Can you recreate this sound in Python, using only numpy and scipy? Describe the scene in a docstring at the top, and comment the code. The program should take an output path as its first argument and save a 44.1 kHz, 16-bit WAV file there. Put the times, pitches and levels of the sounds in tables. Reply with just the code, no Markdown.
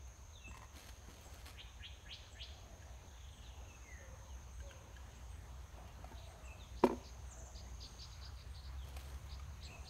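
"""Someone breaks off a thick taro stalk with one hollow snap while wading through the big leaves.
Tearing fibres make the stalk ring; leaves rustle, stems knock and creak, and feet thud on wet soil.
Small birds call from the forest close by, a dove coos far off and insects drone.
A low rumble lies under it all, with a distant engine slowly growing in it."""
import sys
import numpy as np
from scipy import signal
from scipy.fft import rfft, irfft, next_fast_len
from scipy.io import wavfile
from scipy.ndimage import uniform_filter1d, map_coordinates

SR = 44100
rng = np.random.default_rng(int(sys.argv[2]) if len(sys.argv) > 2 else 0)


def transcribe(u):
    """Save the signal u as a 16-bit wav file named by the first command-line argument.

    u: samples, shape (n,) or (channels, n), limited to [-1, 1]; the rate is SR.
    q: integer samples, one column per channel.
    """
    v = np.clip(np.atleast_2d(u).T, -1, 1)
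    q = np.round(v * 32767).astype(np.int16)
    wavfile.write(sys.argv[1], SR, q)


N = 436149

# the tones of the hollow stalk (f/Hz, relative level/dB, time to fade by 60 dB/s)
STALK_TONES = [(247.7, -5, 0.19), (373, 5, 0.055), (428, -8, 0.042), (554, -6.5, 0.068), (645, -3, 0.029),
               (925, -2, 0.012), (935, -0.5, 0.021), (1370, -30.5, 0.088), (1710, -24, 0.029),
               (2383, -23.5, 0.025), (2620, -35, 0.018)]
# fibres giving way (t/s, level/dB, treble boost/dB per octave, crack level beside the ring/dB)
FIBRE_BREAKS = [(6.828, -40.5, -6, -8), (6.837, -17, 4, -10), (6.867, -32.5, 6, -1), (6.8736, -42, 3, 4),
                (6.8957, -32.5, 4, -19), (6.9107, -33.5, 1.5, -14), (6.928, -34.5, 0, -11)]


def snap():
    """Each bundle of fibres cracks as it tears and makes the hollow stalk ring."""
    out, t = np.zeros(N), np.arange(SR // 3) / SR
    main_hz = STALK_TONES[1][0]
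    for start, db, tilt, crack_db in FIBRE_BREAKS:
        ring = sum(amp(level + tilt * np.log2(hz / main_hz) - 60 * t / fade_s)
                   * np.cos(2 * np.pi * hz * t) for hz, level, fade_s in STALK_TONES)
        tear = unit(signal.lfilter(*signal.butter(2, 2300, fs=SR), rng.standard_normal(len(t))))
        give = 1 - np.exp(-t / 0.0026)  # the wet stalk gives a little before it parts
        add(out, start, amp(db) * give * (ring + amp(crack_db - 60 * t / 0.023) * tear))
    return among_trees(out, near_db=-14, far_db=-22)


# a body pushes through the leaves (t/s, length/s, level/dB)
BRUSHES = [(0.723, 0.31, -63), (1.03, 0.63, -64), (1.456, 0.062, -61.5), (6.04, 0.25, -74),
           (8.823, 0.55, -64.5)]
# a single leaf flicks free (t/s, level/dB)
FLICKS = [(.072, -64), (.568, -59), (0.884, -62), (5.875, -63), (6.844, -48), (6.866, -54.5),
          (8.964, -52.5)]
# the tone colours of scraping and of crackling leaves (f/Hz, relative level/dB)
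SCRAPE_COLOUR = [(120, -14), (250, 10), (500, 5), (1500, 5), (3500, 4.5), (7000, -3.5), (9500, -3.5),
                 (10400, -7.5), (12000, -4.5), (15700, -14)]
CRACKLE_COLOUR = [(2000, -22), (7000, -11), (12000, -3), (15700, 1)]


def leaves(grain_db=4.5, crackles_per_s=45):
    """Broad leaves scrape in clumps of tiny slips, with crisp crackles on top."""
    push = np.zeros(N)
    for start, length, db in BRUSHES:
        add(push, start, amp(db) * arch(progress(length) ** 0.59))
    push *= amp(2.5 * wobble(35))  # the leaves catch unevenly
    clicks = (rng.random(N) < crackles_per_s / SR) * rng.standard_normal(N)
    crackles = amp(-12) * push * coloured(clicks, CRACKLE_COLOUR)
    for start, db in FLICKS:
        add(push, start, amp(db) * arch(progress(0.016) ** 0.75))
    slips = coloured(rng.standard_normal(N) * amp(grain_db * wobble(500)), SCRAPE_COLOUR)
    return among_trees(push * slips + crackles, near_db=-8, far_db=-8)


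# a bent stem creaks (t/s, length/s, level/dB)
CREAKS = [(0.513, .012, -50), (0.543, .03, -51), (0.594, .012, -57), (.618, .036, -51)]


def creak_slips(gap_s=0.013, hz=1030):
    """A creak is a run of small, uneven knocks, listed here as (t/s, level/dB, f/Hz)."""
    return [(start + t + 0.0017 * rng.normal(), db + 1.3 * rng.normal(), hz * (1 + 0.026 * rng.normal()))
            for start, length, db in CREAKS for t in np.arange(0, length, gap_s)]


# stems knock together (t/s, relative level/dB, f/Hz)
KNOCKS = [(2.823, -57.5, 1675), (4.603, -55.5, 1580), (4.711, -49.5, 1490), (4.965, -53.5, 1660),
          (6.043, -48, 730), (6.119, -54, 880), (8.969, -53.5, 770), (9.396, -53.5, 1220)]


def stems():
    """Each knock or slip is a short woody ring with a weak higher tone and a splintery tick."""
    out, t = np.zeros(N), np.arange(SR // 10) / SR
    shape = (1 - np.exp(-t / 0.00037)) * amp(-60 * t / 0.031)
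    for start, db, hz in KNOCKS + creak_slips():
        ring = np.sin(2 * np.pi * hz * t) + amp(-9.5) * np.sin(2 * np.pi * 1.85 * hz * t)
        band = signal.butter(1, [hz, 3 * hz], "band", fs=SR)
        splinters = unit(signal.lfilter(*band, rng.standard_normal(len(t))))
        add(out, start, amp(db + 6) * shape * (ring + amp(-12.5) * splinters))
    return among_trees(out, near_db=-7, far_db=-12)


# feet shift in the soft ground (t/s, level/dB)
STEPS = [(.475, -50), (.76, -56), (1.084, -48.5), (1.259, -51.5), (6.112, -49)]
# the tone colour of the soil (f/Hz, relative level/dB)
SOIL_COLOUR = [(100, 0), (250, 3), (400, -7.5), (900, -12.5), (3000, -38)]


def footsteps():
    """Weight put on wet soil makes soft, dull thuds."""
    weight, t = np.zeros(N), np.arange(SR // 4) / SR
    for start, db in STEPS:
        add(weight, start, amp(db - 60 * t / 0.11) * (1 - np.exp(-t / 0.0024)))
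    return weight * coloured(rng.standard_normal(N), SOIL_COLOUR)


# a bird's rising, whip-like calls (t/s, top f/Hz, level/dB)
WHIPS = [(1.538, 3860, -50.5), (1.788, 3850, -48.5), (2.05, 4440, -46.5), (2.346, 4550, -47)]


def whip_calls(start_hz=1793, octaves_per_s=13.2):
    """A soft lead-in, then a hoarse call that swells as it sweeps up; the higher, the longer."""
    sweeps = [(s, np.log2(hz / start_hz) / octaves_per_s, start_hz, hz, db) for s, hz, db in WHIPS]
    leads = [(s, 0.042, 1706, start_hz, db - 12.5) for s, _, db in WHIPS]
    calls = notes(sweeps, bend=1.2, crest=3.1, waver=0.045, waver_rate=400, rasp=1.7)
    calls += notes(leads, bend=0.96, crest=1, waver=0.043, waver_rate=287, rasp=0.61)
    return amp(-0.5) * among_trees(calls, near_db=-2.5, far_db=-2)


# bursts of twittering (t/s, top f/Hz, relative level/dB)
TWITTERS = [(6.15, 3950, -64), (6.205, 3950, -65), (6.755, 4470, -62), (7.032, 4700, -60.5),
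            (7.543, 4800, -58), (7.80, 4700, -52.5), (7.985, 4675, -53), (8.1, 4600, -62),
            (8.21, 4680, -55.5), (8.359, 4510, -62), (8.535, 4590, -59), (8.62, 4680, -61.5),
            (9.286, 4500, -58.5), (9.611, 4510, -56), (9.849, 4530, -56)]


def twitter(dips_per_s=48, depth=0.36, rasp=1.28):
    """A hoarse bird voice zigzags quickly, lingering at the top and softening in each brief dip."""
    out, u = np.zeros(N), progress(0.073)
    for start, top_hz, db in TWITTERS:
        zigzags = np.cumsum(dips_per_s * (1 + 0.35 * wobble(49.5, len(u)))) / SR + rng.random()
        dip = (1 - arch(zigzags)) ** 1.5
        hz = top_hz * (1 - depth * dip) * (1 + 0.0485 * wobble(170.7, len(u)))
        voice = np.sin(phase(hz) + rasp * wobble(920, len(u)))
        add(out, start, amp(db - 10 * dip) * np.sqrt(2 * arch(u)) * voice)
    return amp(2) * among_trees(out, near_db=-1, far_db=-8)


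TRILL_START_S, TRILL_S, TRILL_HZ, TRILL_SINK_HZ_PER_S = 2.85, 0.97, 4134, 1800


def trill(notes_per_s=27, sweep=0.3):
    """A bird's run of short falling notes swells and fades as it sinks in pitch."""
    out, t = np.zeros(N), progress(TRILL_S) * TRILL_S
    u = np.cumsum(notes_per_s * (1 + 0.11 * wobble(10, len(t)))) / SR % 1  # 0 to 1 in each note
    hz = (TRILL_HZ - TRILL_SINK_HZ_PER_S * t) * (1 + sweep * (0.5 - u))
    voice = np.sin(phase(hz) + wobble(900, len(t)))
    add(out, TRILL_START_S, amp(-60.5) * arch((t / TRILL_S) ** 1.1) * arch(u) ** 3 * voice)
    return among_trees(out, near_db=0, far_db=-1)


# quick falling whistles (t/s, starting f/Hz, level/dB)
SLURS = [(.325, 4480, -59.5), (3.43, 4530, -63), (4.28, 3620, -70.5), (4.665, 3820, -67),
         (6.585, 4400, -60.5), (8.775, 4200, -64.5)]
# a wavering whistle, about every three seconds (t/s, level/dB)
WARBLES = [(.4, -58.5), (3.654, -66), (6.43, -60.5), (9.65, -59)]


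def whistles():
    """Birds whistle clear notes: quick falls, warbles and the long slide that ends the trill."""
    slurs = [falling(s, 0.085, hz, 0.49, db) for s, hz, db in SLURS]
    slide = (TRILL_START_S + TRILL_S, 0.24, TRILL_HZ - TRILL_SINK_HZ_PER_S * TRILL_S, 1720, -60)
    warbles = [(s, 0.13, 2890, 2537, db) for s, db in WARBLES]
    calls = notes(slurs + [slide], bend=0.63, crest=0.72, waver=0.0168, waver_rate=81, rasp=0.25)
    calls += notes(warbles, bend=0.56, crest=0.8, waver=0.0306, waver_rate=90, rasp=0.2)
    return amp(-1) * among_trees(calls, near_db=-3, far_db=-2)


# thin peeps of a nearer bird (t/s, level/dB)
NEAR_PEEPS = [(.46, -68), (1.22, -66.5), (2.29, -67.5), (5.13, -73), (6.42, -67), (9.62, -64.5)]
# peeps of a farther bird (t/s)
FAR_PEEPS = [3.3, 4.51, 5.27, 6.23, 7.24, 7.83, 8.47, 9.01, 9.79]


def high_calls(rise_hz_per_s=110):
    """Thin bird notes: single peeps, a far series creeping up in pitch and three steep chirps."""
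    near = [(s, 0.065, 8020, 7230, db) for s, db in NEAR_PEEPS]
    far = [falling(s, 0.11, 8160 + rise_hz_per_s * (s - FAR_PEEPS[0]), 0.07, -72.5) for s in FAR_PEEPS]
    chirps = [(7.305 + k * 0.073, 0.035, 7930, 5620, -54.5 - k * 2.2) for k in range(3)]
    calls = notes(near + far + chirps, bend=1.2, crest=1, waver=0.0123, waver_rate=150, rasp=0.3)
    return among_trees(calls, near_db=1, far_db=3)


# coos that sag a little in pitch (t/s, length/s, level/dB)
COOS = [(2.323, 0.77, -66.5), (5.749, 0.14, -62), (6.002, 0.66, -63.5), (7.27, 0.338, -64),
        (9.62, 0.37, -65)]
# two lower hoots (t/s, starting f/Hz, level/dB)
HOOTS = [(3.98, 553, -59), (4.61, 582, -58.5)]


def dove(fall_octaves=0.14):
    """Far coos and hoots, heard mostly as echo; each hoot has a faint, lingering upper tone."""
    coos = [(s, length, 705, 639, db) for s, length, db in COOS]
    hoots = [falling(s, 0.188, hz, fall_octaves, db) for s, hz, db in HOOTS]
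    uppers = [falling(s, 0.45, 1.8 * hz, fall_octaves, db - 8.5) for s, hz, db in HOOTS]
    calls = notes(coos + uppers, bend=1.091, crest=0.62, waver=0.06, waver_rate=70, rasp=0.42)
    calls += notes(hoots, bend=1.08, crest=0.65, waver=0.039, waver_rate=57.7, rasp=0.32)
    return among_trees(calls, near_db=2, far_db=3)


# the nearest insect's spells of song (starting t/s, ending t/s, level/dB)
BUZZES = [(-.6, 1.41, -73), (3.5, 4.79, -70.5), (6.7, 8.24, -72.5)]
# how loud the far insects are (t/s, level/dB)
CHORUS_LEVELS = [(0, -70.5), (2.4, -71), (3.4, -69.5), (6, -74), (6.7, -70.5), (8.1, -67.5), (8.5, -78),
                 (9.1, -73), (9.89, -69)]
# the tone colours of the near insect and of the far ones (f/Hz, relative level/dB)
BUZZ_COLOUR = [(5900, -32), (6230, -2), (6630, -3.5), (6730, -19), (7000, -39)]
CHORUS_COLOUR = [(5000, -24.5), (5700, -12.5), (6100, -4.5), (6400, -1.5), (6640, -2.5), (6820, -9.5),
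                 (8000, -36)]


def insects(pulse_hz=178):
    """Many far insects blur into one hiss; a near one buzzes up, holds and stops short."""
    chorus = amp(curves(CHORUS_LEVELS)[0] + 0.56 * wobble(8.6)) * rush(CHORUS_COLOUR, patchy_db=1)
    t = np.arange(N) / SR
    effort = sum(amp(db) * np.clip((t - start) / 0.32, 0, 1) * np.clip((end - t) / 0.014, 0, 1)
                 for start, end, db in BUZZES)
    pulses = 1 + 0.5 * np.sin(phase(pulse_hz * (1 + 0.0052 * wobble(12))))
    return chorus + effort * coloured(pulses * rng.standard_normal(N), BUZZ_COLOUR)


# a far engine picks up speed (t/s, firing f/Hz, level/dB)
ENGINE_RUN = [(0, 60.37, -71), (5.5, 60, -59.5), (6.3, 60, -56), (7.7, 62, -57), (8.6, 64.9, -52),
              (9.4, 69.35, -53.5)]


def engine():
    """The engine's firing makes a low, unsteady hum with a weaker tone an octave up."""
    hz, db = curves(ENGINE_RUN)
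    turn = phase(hz * (1 + 0.02 * wobble(12)))
    return amp(db + 1.9 * wobble(13)) * unit(np.sin(turn) + amp(-13) * np.sin(2 * turn))


# the background grows slowly (t/s, relative rumble level/dB, relative hush level/dB)
AIR_LEVELS = [(0, -54.5, -70.5), (9.89, -51.5, -67.5)]
# the tone colours of the rumble and of the forest's hush (f/Hz, relative level/dB)
RUMBLE_COLOUR = [(15, -46), (25, -16), (40, -10), (60, 3), (77, -2), (95, -5.5), (135, -17.5), (300, -52)]
HUSH_COLOUR = [(100, -3), (170, 9.5), (300, 1), (600, 2.5), (1000, 2.5), (1400, -2), (2200, -5.5),
               (4000, -9), (5200, -15), (7500, -15.5), (9500, -18.5), (10400, -27), (11500, -19.5),
               (15700, -27.5)]


def forest_air():
    """A low rumble and the soft hush of the forest."""
    rumble_db, hush_db = curves(AIR_LEVELS)
    rumble = amp(rumble_db - 1.5) * rush(RUMBLE_COLOUR, patchy_db=1)
    hush = amp(hush_db + 5.5 + 0.56 * wobble(4.2)) * rush(HUSH_COLOUR, patchy_db=2.08)
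    return rumble + hush


# how long the forest echoes (f/Hz, time to fade by 60 dB/s)
ECHO_TIMES = [(200, 0.44), (700, 1), (3500, 0.85), (9000, 0.73)]


def among_trees(x, near_db, far_db):
    """Leaves nearby scatter a sound at once; trunks farther off give it a thin tail."""
    hz, t, bands = signal.stft(rng.standard_normal(SR), SR, nperseg=256)
    fade = amp(-60 * t / along(ECHO_TIMES, hz)[:, None])
    tail = signal.istft(bands * fade, SR, nperseg=256)[1][:SR]
    scatter = rng.standard_normal(SR) * amp(-60 * np.arange(SR) / SR / 0.075)
    paths = amp(far_db) * tail / np.linalg.norm(tail) + amp(near_db) * scatter / np.linalg.norm(scatter)
    paths[0] += 1  # the sound that comes straight to the ear
    return signal.fftconvolve(x, paths / np.linalg.norm(paths))[:N]


def notes(table, bend, crest, waver, waver_rate, rasp):
    """Gliding bird notes: bend > 1 makes them glide late, crest > 1 swell late; rasp is hoarseness."""
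    out = np.zeros(N)
    for start, length, start_hz, end_hz, db in table:
        u = progress(length)
        hz = start_hz * (end_hz / start_hz) ** (u ** bend) * (1 + waver * wobble(waver_rate, len(u)))
        turn = phase(hz) + rasp * wobble(900, len(u))
        add(out, start, amp(db) * np.sqrt(2) * arch(u ** crest) * np.sin(turn))
    return out


def falling(start, length, start_hz, octaves, db):
    """A note that drops by so many octaves (t/s, length/s, starting f/Hz, ending f/Hz, level/dB)."""
    return start, length, start_hz, start_hz * 2 ** -octaves, db


def amp(db):
    """Turns decibels into a number to multiply by."""
    return 10 ** (np.asarray(db) / 20)


def unit(x):
    """Scales x to an average power of 1."""
    return x / np.sqrt(np.mean(x ** 2) + 1e-20)


def along(points, hz):
    """Reads between (f/Hz, value) points, with the octaves evenly spaced."""
    f, values = np.transpose(points)
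    return np.interp(np.log(hz + 1), np.log(f + 1), values)


def curves(rows):
    """One value per sample for each column after the time."""
    times, *columns = np.transpose(rows)
    return [np.interp(np.arange(N) / SR, times, column) for column in columns]


def wobble(rate, size=N):
    """A smooth curve through so many random points a second."""
    points = rng.standard_normal(int(size * rate / SR) + 4)
    return map_coordinates(points, [np.arange(size) * rate / SR])


def filtered(x, response):
    """Turns each frequency in x up or down by response(hz)."""
    size = next_fast_len(N + SR // 2)
    return irfft(rfft(x, size) * response(np.fft.rfftfreq(size, 1 / SR)), size)[:N]


def coloured(x, colour):
    """Gives x a tone colour and an average power of 1."""
    return unit(filtered(x, lambda hz: amp(along(colour, hz))))


def rush(colour, patchy_db):
    """Coloured noise with random louder and softer patches."""
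    bands = signal.stft(rng.standard_normal(N), nperseg=512)[2]
    patches = uniform_filter1d(rng.standard_normal(bands.shape), size=7, axis=0)
    patches = uniform_filter1d(patches, size=14, axis=1)
    return coloured(signal.istft(bands * amp(patchy_db * unit(patches)), nperseg=512)[1][:N], colour)


def phase(hz):
    """The angle a wave has turned through as it follows a pitch curve."""
    return 2 * np.pi * np.cumsum(hz) / SR


def progress(length):
    """0 to 1 over a length in seconds."""
    return np.linspace(0, 1, max(int(length * SR), 16))


def arch(u):
    """A smooth swell and fade over u = 0 to 1."""
    return np.abs(np.sin(np.pi * u))


def add(track, start, x):
    """Mixes x into the track at a start time in seconds."""
    i = min(max(round(start * SR), 0), N)
    track[i:i + len(x)] += x[:N - i]


def scene():
    """Everything heard from the edge of the taro patch, in one channel."""
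    wading = snap() + leaves() + stems() + footsteps()
    birds = whip_calls() + twitter() + trill() + whistles() + high_calls() + dove()
    return (wading + birds + insects() + engine() + forest_air())[None]


def record(dry):
    """Cuts away the very highest treble."""
    return filtered(dry[0], lambda hz: hz < 15720)[None]


dry = scene()
out = record(dry)
transcribe(out)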